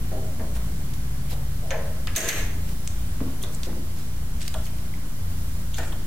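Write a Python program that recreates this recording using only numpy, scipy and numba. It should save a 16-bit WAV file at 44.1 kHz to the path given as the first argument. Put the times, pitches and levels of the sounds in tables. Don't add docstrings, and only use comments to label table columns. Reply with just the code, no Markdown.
import sys
import numpy as np
from scipy import signal
from scipy.fft import rfft, irfft, next_fast_len
from scipy.io import wavfile
from scipy.ndimage import uniform_filter1d, map_coordinates
from numba import njit

SR = 44100
rng = np.random.default_rng(int(sys.argv[2]) if len(sys.argv) > 2 else 0)


def undo_db(level):
    steps = np.asarray(level, float) / 20
    return 10 ** steps


def file_out(sig):
    cols = np.atleast_2d(sig).T
    lim = np.clip(cols, -1, 1)
    pcm = np.round(lim * 32767).astype(np.int16)
    wavfile.write(sys.argv[1], SR, pcm)


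N = 267246

# (time [s], peak level [dB], centre [Hz], width [octaves])
TICKS = [(.566, -36, 2500, 1.3), (2.0715, -21, 3320, 0.71), (2.69, -36, 2440, 0.8),
         (2.8753, -20, 6800, 0.39), (2.8752, -26.5, 2590, 0.64), (3.431, -30, 10600, 0.17),
         (3.437, -27.5, 3680, 0.13), (3.548, -28, 7740, 0.19), (4.009, -40, 3500, 1.2),
         (4.479, -19.5, 3760, 1.3), (4.5415, -25, 3170, 0.26), (4.5415, -27.5, 8100, .32),
         (4.785, -37, 3000, 1.3), (4.9385, -32, 2000, 0.38), (3.633, -22.5, 4300, 0.73)]
# (time [s], peak level [dB], centre [Hz], width [octaves])
RATTLES = [(.1157, -41.5, 1490, 0.41), (.397, -37.5, 1780, 0.2), (1.7062, -29, 6200, 0.094),
           (5.7835, -30, 6760, 0.1), (.936, -33, 4513, 1.5), (1.3075, -35, 11500, 0.14),
           (1.7062, -26.5, 2490, 0.59), (2.078, -25.5, 2110, 0.35), (2.18, -7.5, 7300, 0.4),
           (2.2048, -11.5, 6600, 0.2), (2.329, -22, 6600, .22), (3.416, -38, 3300, 0.24),
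           (4.665, -36, 2670, 0.23), (5.7432, -28, 6600, 0.064), (5.7432, -32, 3200, 0.38),
           (3.428, -32, 6300, .08), (5.7835, -26.5, 2760, 1.9), (5.923, -33, 3340, 0.22)]
# (time [s], length [s], rms level [dB], centre [Hz], width [octaves])
RUBS = [(0.54, 0.043, -46, 4000, 2.2), (1.288, 0.064, -45.5, 2970, 1.2), (1.29, 0.056, -48.5, 11500, 0.27),
        (2.15, 0.011, -39, 3000, 1), (2.276, 0.026, -34, 7500, 1.4), (2.662, 0.09, -52, 5000, 1.5),
        (3.414, 0.038, -43.5, 9000, 0.64), (3.514, 0.06, -49.5, 7500, .6), (3.63, 0.043, -43.5, 4000, 1.1),
        (3.954, 0.09, -49.5, 4040, 1.7), (4.399, 0.046, -44.5, 3200, 0.78),
        (4.405, 0.032, -43.5, 8000, 0.32), (4.428, 0.075, -49, 3180, 1.1), (4.631, 0.062, -47, 6500, .9),
        (5.731, 0.038, -47, 3300, 0.3), (5.763, 0.02, -41, 4870, 1.3), (5.785, 0.08, -49.5, 3180, 0.46),
        (5.801, 0.13, -52, 7500, 0.37)]
# (time [s], peak level [dB], tilt [dB/octave], hall level [dB], hall tilt [dB/octave])
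CLANKS = [
    (1.7059, -23, -8, -3.5, -10),
    (2.161, -1.5, 0.5, -3.5, 0),
    (2.2873, -4.5, -1.5, -5, 1.5),
]
# (centre [Hz], width [octaves], level [dB], T60 [s])
STEEL_CLUSTERS = [(1764, 0.19, -1, 0.166), (2320, 0.4, -5.5, 0.25), (3470, 0.14, -8, 0.074),
                  (4100, 0.15, -5, 0.072), (6380, 0.067, 6, 0.066), (7300, 0.083, -2, 0.072),
                  (8460, 0.064, -11, 0.15), (12030, 0.046, -6.5, 0.14), (13000, 0.07, -11, 0.09)]
# (time [s], peak level [dB], centre [Hz], width [octaves], hall level [dB])
KNOCKS = [(.116, -27.5, 404, 0.53, 6), (.395, -34, 597, 0.58, 5), (.56, -35, 900, 0.92, -1.5),
          (1.315, -35.5, 556, 0.72, 3), (1.62, -43, 599, 0.41, 13), (1.708, -28, 665, 0.45, 9.5),
          (2.17, -13, 500, 2, -0.5), (2.236, -29.5, 465, .38, 4), (2.297, -21.5, 600, 1.2, -1),
          (3.203, -33, 700, 1.25, 0.5), (3.434, -34, 800, 1.4, 3.5), (4.542, -28, 1130, 0.51, -4),
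          (4.558, -28, 605, .66, -9), (5.787, -25.5, 656, 0.4, -3), (5.925, -34, 920, 1.2, -14)]
# (time
# [s], peak level [dB], centre [Hz], width [octaves], hall level [dB])
THUDS = [(.4, -27.5, 231, 0.72, .5), (2.175, -18, 244, 0.48, -2), (2.071, -28, 1200, 0.74, -2.5),
         (2.2925, -13, 2230, .57, -2), (3.215, -26.5, 440, 0.12, -5), (3.212, -16, 235, .28, -5),
         (3.668, -26, 330, 0.55, -0.5), (3.69, -34, 596, 1.1, -5), (3.728, -37, 1000, .45, -18),
         (3.774, -25, 220, 0.42, -5), (5.781, -26.5, 1400, 0.78, 4), (5.8, -29.5, 318, 0.23, -2.5)]
# (centre [Hz], width [Hz], level [dB])
HOOD_MODES = [(473.6, 11, -1), (572.3, 6.4, 4.5), (635, 15.5, 3), (725, 25, -3.5), (777, 12.5, -8.5),
              (901, 66, -19.5)]
# (frequency [Hz], T60 [s])
HALL_T60 = [(200, 1), (530, 0.72), (1400, 0.74), (3700, 0.56), (9700, 0.42)]
# (frequency [Hz], correlation [-1..1])
ECHO_ALIKE = [(60, 0.36), (300, 1), (750, 0.72), (1400, 0.85), (2200, 0.085), (5000, 0.025), (12000, 0.027)]
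# (multiple of shaft rate [-], rms level [dB], waver [dB])
FAN = [(1, -41, 5.5), (2, -37.5, 6), (3, -40.5, 4), (4, -45.5, 3), (5, -43, 1), (6, -45.5, 2),
       (8, -52.5, 2.5), (9, -63, 7)]
# (time [s], pitch [Hz], level [dB])
DRONE = [(.1, 118, -42), (.45, 122.4, -51.5), (.8, 129.8, -43.5), (1.1, 131, -38), (1.5, 133.5, -40),
         (1.8, 134, -45.5), (2.1, 134, -48)]
# (time [s], level [dB])
AIR_LOAD = [(0, -30), (.4, -32.5), (.65, -29.5), (1, -32), (1.9, -32), (2.6, -29.5), (3.3, -30.5),
            (4.3, -34), (4.6, -30), (5, -35), (5.4, -28.5), (5.8, -31.5), (6.06, -33)]
# (frequency [Hz], density [dB/Hz])
RUMBLE = [(12, -21), (28, 8.5), (42, -9.5), (60, 1.5), (100, -2), (135, -19.5), (160, -48), (220, -36.5)]
# (frequency [Hz], density [dB/Hz])
MURMUR = [(88, -40), (150, -3), (185, -2.5), (204, -7.5), (237, -5.5), (459, -19), (510, -24), (554, -19.5),
          (588, -23), (867, -30.5), (2500, -25.5), (3250, -66), (5500, -120)]
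# (frequency [Hz], density [dB/Hz])
HISS = [(880, 3), (1500, 1), (2200, -3.5), (2500, -8), (2870, -2.5), (3710, -4), (5840, -4), (14000, -4.5),
        (15800, -6)]
# (frequency [Hz], correlation [-1..1])
AIR_ALIKE = [(60, 1), (150, .98), (280, 0.84), (560, 0.44), (900, 0.069), (2400, -0.16), (6500, -0.19),
             (11000, -0.06)]

SHAFT_HZ = 29.12
OPPOSITE = np.array([[1], [-1]])


def ticks():
    return contacts(TICKS, t60_s=0.017, ring_cycles=13, hall_db=-5)


def rattles():
    return contacts(RATTLES, t60_s=0.031, ring_cycles=60, hall_db=-3)


def contacts(rows, t60_s, ring_cycles, hall_db):
    out = np.zeros((2, N + SR))
    t = np.arange(SR // 10) / SR
    for s, db, hz, octaves in rows:
        decay = undo_db(db - 7 - 60 * t / (t60_s + ring_cycles / hz))
        direct, scattered = (burst(decay, hz, octaves) for _ in range(2))
        direct = direct + undo_db(db) * struck([(hz, 0.85 * octaves * hz, 0)], count=len(t))
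        add(out, s, direct + 0.69 * scattered * OPPOSITE)
        add(out, s, undo_db(hall_db) * hall(direct))
    return out[:, :N]


def rubs():
    out = np.zeros((2, N + SR))
    n = SR // 5
    for s, length_s, db, hz, octaves in RUBS:
        swell = np.sin(np.pi * np.clip(np.arange(n) / SR / length_s, 0, 1)) ** 0.78
        grit = undo_db(3.5 * np.repeat(rng.standard_normal(n // 60), 60))
        near, scattered = (band(hz, octaves, count=n) for _ in range(2))
        add(out, s, undo_db(db) * swell * grit * (near + 0.78 * scattered * OPPOSITE))
    return out[:, :N]


def clanks():
    out = np.zeros((2, N + SR))
    for s, db, tilt_db, hall_db, hall_tilt_db in CLANKS:
        pair = undo_db(db - 14.0) * np.array([steel_ring() for _ in range(2)])
        common, scattered = tilted(pair, tilt_db)
        add(out, s, common * undo_db([[-0.7], [0.7]]) + 0.65 * scattered * OPPOSITE)
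        add(out, s, undo_db(hall_db) * hall(tilted(pair, hall_tilt_db)[0]))
    return out[:, :N]


def steel_ring():
    t = np.arange(SR // 4) / SR
    ring = burst(undo_db(-1.5 - 60 * t / 0.16), 3700, 1.8)
    for hz, octaves, db, t60_s in STEEL_CLUSTERS:
        envelope = undo_db(db - 60 * t / t60_s) * (1 - np.exp(-t * hz / 12))
        ring = ring + burst(envelope, hz, octaves)
    return ring


def tilted(x, slope_db):
    return filtered(x, lambda hz: undo_db(slope_db * np.log2((hz + 300) / 4000)))


def knocks():
    return blows(KNOCKS, panel_db=-2.5)


def thuds():
    return blows(THUDS, panel_db=-19)


def blows(rows, panel_db):
    out = np.zeros((2, N + SR))
    t = np.arange(SR // 4) / SR
    for s, db, hz, octaves, hall_db in rows:
        blow = undo_db(db - 5.5 - 60 * t / (0.041 + 25 / hz)) * (1 - np.exp(-t * hz / 0.63))
        modes = [(centre, width, level + rng.normal(0, 0.98)) for centre, width, level in HOOD_MODES]
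        onset = 1 - np.exp(-t / 0.0017)
        panel = undo_db(db + panel_db + 3.5) * onset * struck(modes, count=len(t))
        sound = burst(blow, hz, octaves) + panel
        add(out, s, sound)
        add(out, s, undo_db(hall_db) * hall(sound))
    return out[:, :N]


def fan():
    turns = 2 * np.pi * SHAFT_HZ * np.arange(N) / SR
    swell = load() / 5
    out = np.zeros(N)
    for multiple, db, waver_db in FAN:
        level = undo_db(db + 2.0 + waver_db * (swell + np.tanh(wobble(5))))
        phase = 2 * np.pi * rng.random() + 0.26 * waver_db * wobble(4)
        out += level * np.sin(multiple * turns + phase)
    return out


def vehicle():
    hz, db = curves(DRONE)
    fade = np.clip((DRONE[-1][0] - np.arange(N) / SR) / 0.12, 0, 1)
    return fade * undo_db(db + 5.5 + 0.83 * wobble(7.82)) * np.sin(2 * np.pi * np.cumsum(hz) / SR)


def building():
    rumble = undo_db(-35.5 + load()) * rush(RUMBLE, AIR_ALIKE, patchy_db=2.0)
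    murmur_db = -44.5 + 0.081 * load() - 0.7 * wobble(1.77)
    return rumble + undo_db(murmur_db) * rush(MURMUR, AIR_ALIKE, patchy_db=1.3)


def hiss():
    return undo_db(-46 + 1.85) * rush(HISS, AIR_ALIKE, patchy_db=0.5)


def load():
    load_db, = curves(AIR_LOAD)
    return load_db - load_db.mean()


def scene():
    near = ticks() + rattles() + rubs() + clanks() + knocks() + thuds()
    return near + fan() + vehicle() + building() + hiss()


def hall(sound):
    hz, t, z = signal.stft(rng.standard_normal((2, SR // 2)), SR, nperseg=256)
    decay = undo_db(-60 * t / along(HALL_T60, hz)[:, None])
    buildup = 1 - np.exp(-t / 0.0021)
    tail = signal.istft(z * decay * buildup, SR, nperseg=256)[1]
    tail = spread(tail / np.linalg.norm(tail[0]), np.ones_like, ECHO_ALIKE)
    return signal.fftconvolve(sound[None], tail, axes=1)


def struck(modes, count):
    def response(f):
        return sum(undo_db(db) * 1j * f * w / (c * c - f * f + 1j * f * w) for c, w, db in modes)

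    impulse = 1.0 * (np.arange(count) == 0)
    ring = filtered(impulse, response)
    return ring / np.abs(ring).max()


def burst(envelope, centre_hz, octaves):
    shaped = envelope * band(centre_hz, octaves, count=len(envelope))
    return unit(shaped) * np.sqrt(np.mean(envelope ** 2))


def band(centre_hz, octaves, count):
    def bell(hz):
        return np.exp(-0.5 * (np.log2((hz + 1) / centre_hz) / max(octaves, 0.01)) ** 2)

    return unit(filtered(rng.standard_normal(count), bell))


def rush(spectrum, alike, patchy_db):
    z = signal.stft(rng.standard_normal((2, N)), nperseg=512)[2]
    field = uniform_filter1d(rng.standard_normal(z.shape[1:]), size=6, axis=0)
    field = uniform_filter1d(field, size=14, axis=1)
    pair = signal.istft(z * undo_db(patchy_db * unit(field)), nperseg=512)[1][:, :N]
    return unit(spread(pair, lambda hz: undo_db(along(spectrum, hz)), alike))


def spread(pair, gain, alike):
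    def response(hz):
        turn = np.arccos(np.clip(along(alike, hz), -1, 1)) / 2
        return gain(hz) * [np.cos(turn), np.sin(turn)]

    mid, side = filtered(pair, response)
    return np.array([mid + side, mid - side])


def filtered(x, response):
    m = next_fast_len(x.shape[-1] + 4096)
    return irfft(rfft(x, m) * response(np.fft.rfftfreq(m, 1 / SR)), m)[..., :x.shape[-1]]


def along(points, hz):
    f, v = np.transpose(points)
    return np.interp(np.log(hz + 1), np.log(f + 1), v)


def curves(rows):
    s, *cols = np.transpose(rows)
    return [np.interp(np.arange(N) / SR, s, c) for c in cols]


def wobble(rate):
    knots = rng.standard_normal(int(N * 30 / SR) + 4)
    return map_coordinates(knots, [np.arange(N) * min(rate, 30) / SR])


def unit(x):
    return x / np.sqrt(np.mean(x ** 2) + 1e-20)


def add(track, s, sound):
    track[..., round(s * SR):][..., :sound.shape[-1]] += sound


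@njit
def limiter(peak, top, attack, hold, release):
    gain, goal, wait, out = 1.0, 1.0, 0.0, np.empty(len(peak))
    for i in range(len(peak)):
        need = min(1.0, top / (peak[i] + 1e-9))
        if need < goal:
            goal, wait = need, hold
        elif wait > 0:
            wait -= 1
        else:
            goal = min(1.0, goal * release)
        gain += (goal - gain) * attack
        out[i] = gain
    return out


def top_cut(x):
    return signal.sosfilt(signal.butter(12, 15950, fs=SR, output="sos"), x)


def record(dry):
    top_hz, offset = 15900, -0.0615
    x = filtered(dry, lambda hz: hz < top_hz) + offset
    ahead = np.roll(np.abs(x).max(0), shift=-30)
    gain = limiter(ahead, 0.23, 1 / (0.0004 * SR), 0.02 * SR, undo_db(130 / SR))
    return top_cut(x * gain)


dry = scene()
out = record(dry)
file_out(out)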